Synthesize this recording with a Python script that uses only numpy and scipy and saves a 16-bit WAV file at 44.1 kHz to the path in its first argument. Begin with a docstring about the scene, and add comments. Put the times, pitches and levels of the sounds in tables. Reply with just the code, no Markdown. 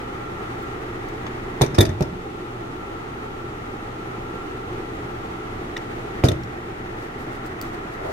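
"""A gloved hand works a belt tensioner with steel pulleys on a workbench, close up.
A machine whir with a motor hum fills the workshop throughout; the grip rustles and ticks lightly.
From 1.6 s the bracket knocks three times: the bench top thuds, loose steel parts clack and ring.
After a lull the glove squeaks on a pulley at 5.8 s, and a fourth knock lands at 6.2 s.
Short scrapes and ticks follow, and the glove ends on a low, dragging rub."""
import sys
import numpy as np
from scipy import signal
from scipy.fft import rfft, irfft
from scipy.io import wavfile
from scipy.ndimage import uniform_filter1d

SR = 44100
rng = np.random.default_rng(int(sys.argv[2]) if len(sys.argv) > 2 else 0)


def bounce(signal):
    """Save signal as a 16-bit WAV file at the path given by the first command-line argument."""
    frames = np.transpose(np.atleast_2d(signal))
    limited = np.clip(frames, -1, 1)
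    pcm = np.round(limited * 32767).astype(np.int16)
    wavfile.write(sys.argv[1], SR, pcm)


N = 358091

# The bracket lands. Each row: start in seconds, thud in dB, contact in ms, pitch factor of the spot,
# rattle trim in dB, clack in dB, shell ring trim in dB, steel resonance in Hz, chatter decay in seconds.
LANDINGS = [(1.615, -3, 4.6, 1.07, 1, -13.5, -6, 3860, 0.0042),
            (1.7848, 1, 2.4, 0.93, -2, -16.5, -1, 4960, 0.002),
            (2.0111, -5.5, 3, 1.19, -5.5, -47, -29, 3800, .0037),
            (6.2397, 1, 2.6, 1.1, -2, -19.5, -27, 4830, 0.0038)]
# One edge touches just before each landing. Each row: start in seconds, thud in dB,
# rattle trim in dB, crack in dB, crack pitch in Hz, decay in cycles.
EDGE_TOUCHES = [(1.6116, -10.5, 6.5, -2, 755, 1.3), (1.782, -14, 7, -12.5, 2260, .9),
                (2.0074, -8.5, -7, -13, 970, .83), (6.2376, -9, -9, -14, 2400, 2.6)]
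# The loose arm hits its stop. Each row: start in seconds, thud in dB, rattle trim in dB, clack in dB,
# shell ring trim in dB, steel resonance in Hz, chatter decay in seconds.
ARM_JOLTS = [(1.6326, -21.5, 8, -23.5, -16, 2330, .009), (1.6592, -41, 8, -25.5, -25, 5800, 0.0034),
             (1.7431, -37, 9, -26.5, -29, 5300, 0.013), (1.8039, -10.5, 9, -12.5, -1, 1900, 0.0068),
             (1.8237, -11.5, 3, -21.5, -16, 1860, 0.0079), (1.8501, -29, 9, -23, -12, 4900, 0.0064),
             (1.8605, -26, -2, -26, -22, 2920, 0.0036), (1.8895, -11, -8.5, -25, -23, 1860, 0.004),
             (2.0219, -35, 14, -22, -22, 5340, 0.0027), (6.2438, -18, 2, -26, -28, 3020, 0.02),
             (6.2495, -29, 7, -21.5, -28, 4860, 0.0093), (6.2844, -12, 6, -17.5, -12, 3620, 0.0033),
             (6.3154, -18.5, 3.5, -24.5, -29, 3000, 0.0025)]
# The bench top's body at pitch factor 1. Each row: pitch in Hz, level in dB, t60 in seconds,
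# right minus left in dB.
BENCH_MODES = [(64, -22, 0.12, -12), (112, -1, 0.077, -1.5), (125, -4.5, 0.11, 0.5),
               (163.8, -18.5, 0.27, 2), (229, -14.5, 0.14, 2.5), (343, -18, 0.05, 8), (410, -28, 0.065, -8),
               (566, 9, 0.0037, 1), (670, -38, .055, 1)]
# Its dense upper modes at pitch factor 1. Each row: frequency in Hz, relative level in dB.
RATTLE_EQ = [(40, -58), (110, -24), (220, 0.5), (400, 8.5), (520, 0), (630, 10), (720, 1.5), (900, -6),
             (1100, -10), (1400, -1), (1900, -24), (3000, -8), (8000, -25)]
# The clack's base colour. Each row: frequency in Hz, relative level in dB.
CLACK_EQ = [(500, -54), (1300, 2), (1850, 6.5), (2600, -4.5), (3000, -7), (3600, 2.5), (4600, 0.5),
            (6100, 4), (7500, -6), (8700, 1), (10600, -9.5), (12300, -3.5), (14000, -17), (16000, -30)]
# The clack's stereo spread. Each row: frequency in Hz, left minus right in dB.
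CLACK_PAN = [(1000, -29), (2500, 18), (4200, 1.5), (5500, 4), (7500, 5), (9200, -2.5), (12000, -1),
             (13500, 0)]
# Harder clacks are brighter. Each row: clack level in dB, tilt in dB per octave.
CLACK_TILT = [(-27, -3.5), (-15.5, 2), (-8, 10)]
# The pulley shell, damped by the glove. Each row: pitch in Hz, relative level in dB, t60 in seconds.
SHELL_MODES = [(1720, -1, 0.09), (1865, -5, 0.07), (1884, -5, 0.092), (2300, -8, 0.17), (2900, -18, .08),
               (3520, 7.5, 0.071), (3580, 1.5, 0.049), (3700, 9, 0.05), (3890, 0, 0.02), (4000, -1, 0.022),
               (4177, -10, 0.12), (4718, -16, .07), (4800, -9, .1), (6075, -15, .08), (6346, -12, 0.097),
               (6670, -13, .08), (8360, -14, .05), (8800, -15, 0.073), (9850, -5, 0.046), (12423, -17, .06)]
# Ticks of the grip. Each row: start in seconds, level in dB, tilt in dB per octave,
# decay in seconds, ring pitch in Hz, relative ring level in dB.
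GRIP_TICKS = [(.625, -44, 8, .005, 12200, -12), (1.0865, -41.5, 0, .003, 6200, -8),
              (1.266, -26, -12, 0.0049, 6400, -16), (5.7678, -28, -8, 0.0051, 3600, 1),
              (6.435, -37, -5, 0.0033, 5500, -3), (7.461, -39.5, 0, 0.0041, 7500, -17),
              (7.6137, -22.5, 5, 0.002, 12100, -15)]
# The tick's base colour. Each row: frequency in Hz, relative level in dB.
TICK_EQ = [(500, -14), (1500, -3), (2800, 2), (3700, 2), (4700, 2), (6200, 0.5), (8500, -2), (10500, -9),
           (12600, -1), (16000, -6)]
# Sharp snaps among the ticks. Each row: start in seconds, level in dB, pitch in Hz, decay in cycles.
GRIP_SNAPS = [(5.7766, -32, 5700, 9.6), (7.614, -25.5, 4640, 6.6), (7.6238, -36, 4600, 8.7)]
# The shell's ring after the squeak. Each row: pitch in Hz, level in dB, decay in cycles.
SQUEAK_MODES = [(2200, -35, 16), (2920, -33, 22), (5800, -44, 30)]
# The glove drags on the pulley. 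Each row: time in seconds, level in dB.
RUB_FADER = [(7.93, -73), (8.0, -38), (8.07, -29), (8.12, -34)]
# The glove shifts its hold. Each row: start in seconds, length in seconds, level in dB.
SCRAPES = [(.4, .35, -63), (5.95, 0.14, -66), (6.954, .14, -54), (7.168, .1, -53), (7.31, .075, -53),
           (7.43, .06, -53), (7.516, 0.054, -67), (7.637, .07, -54), (7.72, 0.046, -53),
           (7.905, 0.065, -55), (8.01, 0.15, -53)]
# The scrapes' colour. Each row: frequency in Hz, relative level in dB.
SCRAPE_EQ = [(1000, -14), (4000, 12), (7000, 4), (12000, 1), (16000, -3)]
# The whir's broad slope. Each row: frequency in Hz, relative level in dB.
WHIR_EQ = [(15, -40), (35, 5.5), (55, -10), (110, 0.5), (190, -6), (300, -3.5), (600, -9), (1000, -11),
           (2200, -15), (3500, -22), (4800, -30), (7000, -36.5), (12000, -40), (16000, -46)]
# Its resonances. Each row: centre in Hz, width in Hz, boost in dB.
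WHIR_RESONANCES = [(53.7, 14, 3.7), (86, 11, 3.6), (341, 69, 4.04), (347, 84, 5.84), (428.6, 47, 7),
                   (1222, 290, 6.2), (1362, 150, 4.2), (1934, 345, 5.45), (6090, 640, 3.4),
                   (7230, 930, 3.9), (9200, 200, 0.76)]
# Its slow colour changes. Each row: time in seconds, hollow resonance in Hz, upper-mid boost in dB.
WHIR_SWEEP = [(0, 800, 0), (1.4, 805, 1), (2.3, 800, -2.5), (3.198, 814, -0.5), (5.5, 794, -1),
              (6.8, 784, 2), (8.1, 767, 3)]
# Its stereo spread. Each row: frequency in Hz, left minus right in dB.
WHIR_PAN = [(110, 0), (200, 1.3), (350, -1), (470, 0), (620, -5), (830, -.5), (1300, 1.5), (1700, -2),
            (2700, 4), (3700, .5), (6300, 2.8), (9300, -3.5), (12000, 0), (15000, 2.5)]
# The band near 1.3 kHz sings out. Each row: start in seconds, end in seconds, rise in dB.
SINGING_SPELLS = [(-.3, .85, 3), (2.25, 5.65, 3), (7.198, 8.5, 1)]
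# The motor's drone. Each row: pitch in Hz, rms level in dB, wander in Hz.
MOTOR_TONES = [(24.5, -45.5, 0.035), (118.9, -43, 0.6), (181.6, -51, 0.53), (220.6, -53.5, 1.37),
               (241, -50.5, 0.5), (351, -53.5, 3.2)]
# The thin whine on top. Each row: pitch in Hz, base level in dB.
WHINE_TONES = [(1359, -53), (1331, -59.5), (1245, -66), (1200, -63)]
# The workshop's reverb. Each row: frequency in Hz, t60 in seconds.
ROOM_DECAY = [(55, 0.77), (150, 1), (500, 0.4), (3000, 0.53), (12000, 0.26)]
# How alike the two channels are. Each row: frequency in Hz, likeness from 0 to 1.
STEREO_LIKENESS = [(60, .995), (130, .985), (290, .85), (440, .74), (520, .2), (600, .35), (820, .6),
                   (1000, .4), (2000, .42), (3000, .25), (9000, .1)]
# Their phase offset. Each row: frequency in Hz, left lead in radians.
STEREO_LEAD = [(440, 0), (500, .4), (570, 2.6), (1300, 2.3), (2000, 3.1), (4000, 3.0), (7000, 1.6)]

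STEEL_LAG_S = 0.0012  # the steel answers a moment after the bench is pushed


def knocks():
    """An edge cracks down, the bracket follows, its steel clacks. Returns bench and steel stems."""
    bench, steel = np.zeros((2, 2, N))
    for start, thud_db, rattle_db, crack_db, crack_hz, cycles in EDGE_TOUCHES:
        add(bench, start, thud(thud_db, rattle_db, contact_ms=0.89, pitch=1.135, rattle_pitch=1.44))
        click = tick(level_db=-26, tilt_db=-4.5, decay_s=0.0033)
        add(steel, start, ping(crack_db, crack_hz, cycles) + click)
    for start, thud_db, contact_ms, pitch, rattle_db, *hit in LANDINGS:
        add(bench, start, thud(thud_db, rattle_db, contact_ms, pitch))
        add(steel, start + STEEL_LAG_S, clack(*hit))
    return np.array([bench, steel])


def jolts():
    """The loose arm clacks against its stop and shakes the top. Returns bench and steel stems."""
    bench, steel = np.zeros((2, 2, N))
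    for start, thud_db, rattle_db, *hit in ARM_JOLTS:
        add(bench, start, thud(thud_db, rattle_db, contact_ms=3, pitch=0.92))
        add(steel, start + STEEL_LAG_S, clack(*hit))
    return np.array([bench, steel])


def thud(level_db, rattle_db, contact_ms, pitch, rattle_pitch=1, rattle_t60=0.14, size=32768):
    """A push on the bench top: the shorter the contact, the more upper modes it wakes."""
    t, hz = axes(size)
    modes = sum(pan(-side) * amp(db - 60 * t / t60) * np.sin(2 * np.pi * f * pitch * t)
                for f, db, t60, side in BENCH_MODES)
    push = np.sin(np.pi * np.minimum(t * 1000 / contact_ms, 1))
    body = signal.fftconvolve(modes, push[None] / push.sum(), axes=1)[:, :size]
    softness_db = -10 * np.log10(1 + (hz * contact_ms / 1000) ** 2)
    slap = amp(5) * np.exp(-t / 0.0003)
    envelope = slap + amp(-60 * t / rattle_t60)
    rattle = colour(stereo_noise(size) * envelope, curve(RATTLE_EQ, hz / rattle_pitch) + softness_db)
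    return amp(level_db) * (body + amp(rattle_db - 9) * rattle * pan(-1.7))


def clack(level_db, ring_db, spot_hz, chatter_s, pitch=1.017, tail_t60=0.12, size=16384):
    """Steel parts meet in a short chatter, brighter when hit harder, and the pulley shell rings on."""
    t, hz = axes(size)
    contacts = unit(np.repeat(rng.uniform(.35, 1, size // 32) ** 2, 32))
    envelope = contacts * np.exp(-t / chatter_s) + amp(-16 - 60 * t / tail_t60)
    tilt_db = np.interp(level_db, *np.transpose(CLACK_TILT))
    spread_db = np.array([[.5], [-.5]]) * curve(CLACK_PAN, hz)
    eq_db = curve(CLACK_EQ, hz / pitch) + tilt(hz, tilt_db) + spread_db
    spot_db = 11.5 * bell(np.log2((hz + 1) / spot_hz), width=0.2)  # the struck spot's resonance
    crack = colour(rng.standard_normal((2, size)) * envelope, eq_db + spot_db)
    attack = 1 - np.exp(-t / (0.25 * chatter_s))
    return amp(level_db) * (crack + amp(ring_db - 6) * shell(size)) * attack


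def shell(size, detune=0.0033, waver=0.0081, uneven_db=2):
    """The pulley rings; loose parts and the glove load it, so its modes shift per blow and waver."""
    t = np.arange(size) / SR
    clock = np.cumsum(1 + detune * rng.standard_normal() + waver * drift(170, size)) / SR
    ring = np.zeros((2, size))
    for hz, db, t60 in SHELL_MODES:
        envelope = amp(db + uneven_db * rng.standard_normal() - 60 * t / t60)
        phase = rng.random() + 0.66 * rng.random((2, 1))
        ring += envelope * np.sin(2 * np.pi * (hz * clock + phase))
    return ring


def ping(level_db, hz, cycles, size=8192):
    """One resonance, struck once, falls to 1/e over the given cycles."""
    turns = hz * np.arange(size) / SR
    return amp(level_db) * np.exp(-turns / cycles) * np.sin(2 * np.pi * turns) * pan(1)


def grip(ring_s=0.0036, fall_back_s=0.0098, squeak_at_s=5.7635):
    """The hand works the pulley: ticks that each fall back once more softly, snaps and one squeak."""
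    out = np.zeros((2, N))
    for start, level_db, tilt_db, decay_s, ring_hz, ring_db in GRIP_TICKS:
        ring = ping(level_db + ring_db, ring_hz, ring_hz * ring_s)
        add(out, start, tick(level_db, tilt_db, decay_s) + ring)
        add(out, start + fall_back_s, tick(level_db - 8, tilt_db, decay_s))
    for start, level_db, hz, cycles in GRIP_SNAPS:
        add(out, start, ping(level_db, hz, cycles))
    add(out, squeak_at_s, squeak())
    add(out, squeak_at_s + 0.00306, sum(ping(db, hz, cycles) for hz, db, cycles in SQUEAK_MODES))
    return out


def tick(level_db, tilt_db, decay_s, tail_t60=0.29, rise_s=0.00035, size=8192):
    """A light, dry contact: a crisp snap with a faint, duller tail."""
    t, hz = axes(size)
    eq_db = curve(TICK_EQ, hz) + tilt(hz, tilt_db)
    snap, tail = rng.standard_normal((2, 2, size)) * (1 - np.exp(-t / rise_s))
    snap = colour(snap * np.exp(-t / decay_s), eq_db)
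    tail = colour(tail * amp(-24 - 60 * t / tail_t60), eq_db + tilt(hz, -6))
    return amp(level_db) * (snap + tail) * pan(4)


def squeak(level_db=-24, hz=1895, length_s=0.0091, roughness=0.03):
    """The glove slips on the pulley: a brief, rough stick-slip chirp with its octave."""
    t = np.arange(0, length_s, 1 / SR)
    jitter = unit(uniform_filter1d(rng.standard_normal(len(t)), size=12))
    angle = phase_of(hz * (1 + roughness * jitter))
    chirp = np.sin(angle) + amp(-12) * np.sin(2 * angle)
    return amp(level_db) * np.sin(np.pi * t / length_s) * chirp * pan(1)


def rub(centre_hz=620, width_hz=380):
    """Uneven friction of the glove hums through the bracket's low resonance."""
    t, hz = axes(N)
    drag = unit(irfft(rfft(stereo_noise(N)) * bell(hz - centre_hz, width_hz), N))
    fader_db = np.interp(t, *np.transpose(RUB_FADER))
    return drag * amp(fader_db + drift(40)) * pan(0.92)


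def rustle(grain_db=1.6):
    """The glove slides over the steel in short, grainy scrapes."""
    t, hz = axes(N)
    strokes = sum(amp(db) * np.sin(np.pi * np.clip((t - start) / length, 0, 1))
                  for start, length, db in SCRAPES)
    hiss = unit(irfft(rfft(stereo_noise(N)) * amp(curve(SCRAPE_EQ, hz)), N))
    return hiss * strokes * amp(drift(14) + grain_db * drift(220))


def whir(level_db=-31, flutter_db=0.5, hollow_width_hz=175, hollow_db=10):
    """Rolling and air noise in resonances; the hollow one sinks late on, and the mids swell and fade."""
    hz, t, bands = signal.stft(stereo_noise(N), SR, nperseg=1024, noverlap=768)
    times, hollow_hz, upper_mid_db = np.transpose(WHIR_SWEEP)
    f = hz[:, None]
    peaks = WHIR_RESONANCES + [(np.interp(t, times, hollow_hz), hollow_width_hz, hollow_db)]
    eq_db = curve(WHIR_EQ, f) + sum(db * bell(f - centre, width) for centre, width, db in peaks)
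    swell_db = np.exp(-((f - 1300) / 170) ** 2) * singing(t)
    swell_db += np.exp(-((f - 1700) / 650) ** 2) * np.interp(t, times, upper_mid_db)
    bands = bands * unit(amp(eq_db)) * pan(curve(WHIR_PAN, hz))[:, :, None] * amp(swell_db)
    bed = signal.istft(bands, SR, nperseg=1024, noverlap=768)[1][:, :N]
    return amp(level_db + flutter_db * drift(23)) * bed


def hum(waver_db=2, whine_waver_db=3, whine_wander_hz=3.506):
    """Shaft and mains tones waver a little; a thin whine swells with the singing band."""
    drone = sum(amp(db + waver_db * drift(6.4)) * np.sin(phase_of(hz + wander * drift(2.83)))
                for hz, db, wander in MOTOR_TONES)
    swell_db = 1.9 * singing(np.arange(N) / SR) + whine_waver_db * drift(8.9)
    whine = np.zeros((2, N))
    for hz, db in WHINE_TONES:
        angle = phase_of(hz + whine_wander_hz * drift(9))
        whine += amp(db + swell_db) * np.sin([angle, angle + 0.64])
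    return np.sqrt(2) * (drone + whine)


def singing(t, rest_db=-1, fade_s=0.37):
    """Boost in dB of the band near 1.3 kHz: each spell fades in, holds and fades out."""
    return rest_db + sum(db * np.clip(.5 + np.minimum(t - start, end - t) / fade_s, 0, 1)
                         for start, end, db in SINGING_SPELLS)


def room(send, build_s=0.0071):
    """The workshop's tail: each band dies at its own speed."""
    hz, t, bands = signal.stft(stereo_noise(SR), SR, nperseg=512)
    envelope = amp(-60 * t / curve(ROOM_DECAY, hz)[:, None]) * (1 - np.exp(-t / build_s))
    tail = signal.istft(bands * envelope, SR, nperseg=512)[1]
    return signal.fftconvolve(send, tail / np.linalg.norm(tail[0]), axes=1)[:, :N]


def stereo_noise(size):
    """White noise at two microphone ports: alike in the bass, wide in the treble."""
    _, hz = axes(size)
    left, other = rfft(rng.standard_normal((2, size)))
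    likeness = curve(STEREO_LIKENESS, hz)
    right = likeness * left + np.sqrt(1 - likeness ** 2) * other
    lag = np.exp(-1j * curve(STEREO_LEAD, hz))
    return irfft(np.array([left, right * lag]), size)


def colour(x, eq_db):
    """Minimum-phase EQ of unit power, so attacks stay sharp."""
    cepstrum = irfft(np.log(unit(amp(eq_db)) + 1e-6))
    size = cepstrum.shape[-1]
    fold = 1 + np.sign(size / 2 - np.arange(size))
    fold[0] = 1
    return irfft(rfft(x) * np.exp(rfft(cepstrum * fold)))


def drift(rate_hz, size=N):
    """A smooth random modulator of rms 1."""
    _, hz = axes(size)
    return unit(irfft(rfft(rng.standard_normal(size)) * np.exp(-(hz / rate_hz) ** 2), size))


def curve(points, hz):
    """Reads a curve on a log-frequency axis."""
    f, value = np.transpose(points)
    return np.interp(np.log(hz + 1), np.log(f), value)


def tilt(hz, db_per_octave):
    """Tilt EQ in dB, pivoting at 6 kHz and flat below 1 kHz."""
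    return db_per_octave * np.log2(np.maximum(hz, 1000) / 6000)


def bell(offset, width):
    """A resonant peak of height 1, with its width taken at half height."""
    return 1 / (1 + (2 * offset / width) ** 2)


def phase_of(hz):
    """Running phase of a moving pitch."""
    return 2 * np.pi * np.cumsum(hz) / SR


def axes(size):
    """Sample times in seconds and spectrum bins in Hz."""
    return np.arange(size) / SR, np.fft.rfftfreq(size, 1 / SR)


def add(mix, start_s, sound):
    """Drops a stereo sound into the mix."""
    part = mix[:, round(start_s * SR):][:, :sound.shape[1]]
    part += sound[:, :part.shape[1]]


def pan(side_db):
    """Channel gains for a left minus right level."""
    return amp(np.array([[.5], [-.5]]) * side_db)


def amp(db):
    """Decibels to gain."""
    return 10 ** (np.asarray(db) / 20)


def unit(x):
    """Scales to rms 1."""
    return x / np.sqrt(np.mean(x ** 2) + 1e-20)


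def scene(low_cut_hz=72, bench_send_db=-15, steel_send_db=-23):
    """Knocks, clacks and glove sounds in the room, over the steady machine."""
    bench, steel = knocks() + jolts()
    # the bench top radiates little deep bass
    bench = signal.sosfilt(signal.butter(3, low_cut_hz, "highpass", fs=SR, output="sos"), bench)
    steel = steel + grip()
    reverb = room(amp(bench_send_db) * bench + amp(steel_send_db) * steel)
    return bench + steel + reverb + rub() + rustle() + whir() + hum()


def record(dry, threshold_db=-16, squeeze=0.15, detector_fall_db_per_s=3, high_cut_hz=15950):
    """Gain control ducks on the loud knocks and creeps back; peaks clip; the very top is cut."""
    power_db = 10 * np.log10(abs(uniform_filter1d((dry ** 2).mean(0), size=400)) + 1e-12)
    fall_db = np.arange(N) / SR * detector_fall_db_per_s
    held_db = np.maximum.accumulate(power_db + fall_db) - fall_db
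    over_db = np.maximum(held_db - threshold_db, 0)
    ducked = dry * amp(-squeeze * uniform_filter1d(over_db, size=200))
    high_cut = signal.firwin(511, high_cut_hz, window=("kaiser", 9), fs=SR)
    return signal.oaconvolve(np.clip(ducked, -1, 1), high_cut[None], "same")


dry = scene()
out = record(dry)
bounce(out)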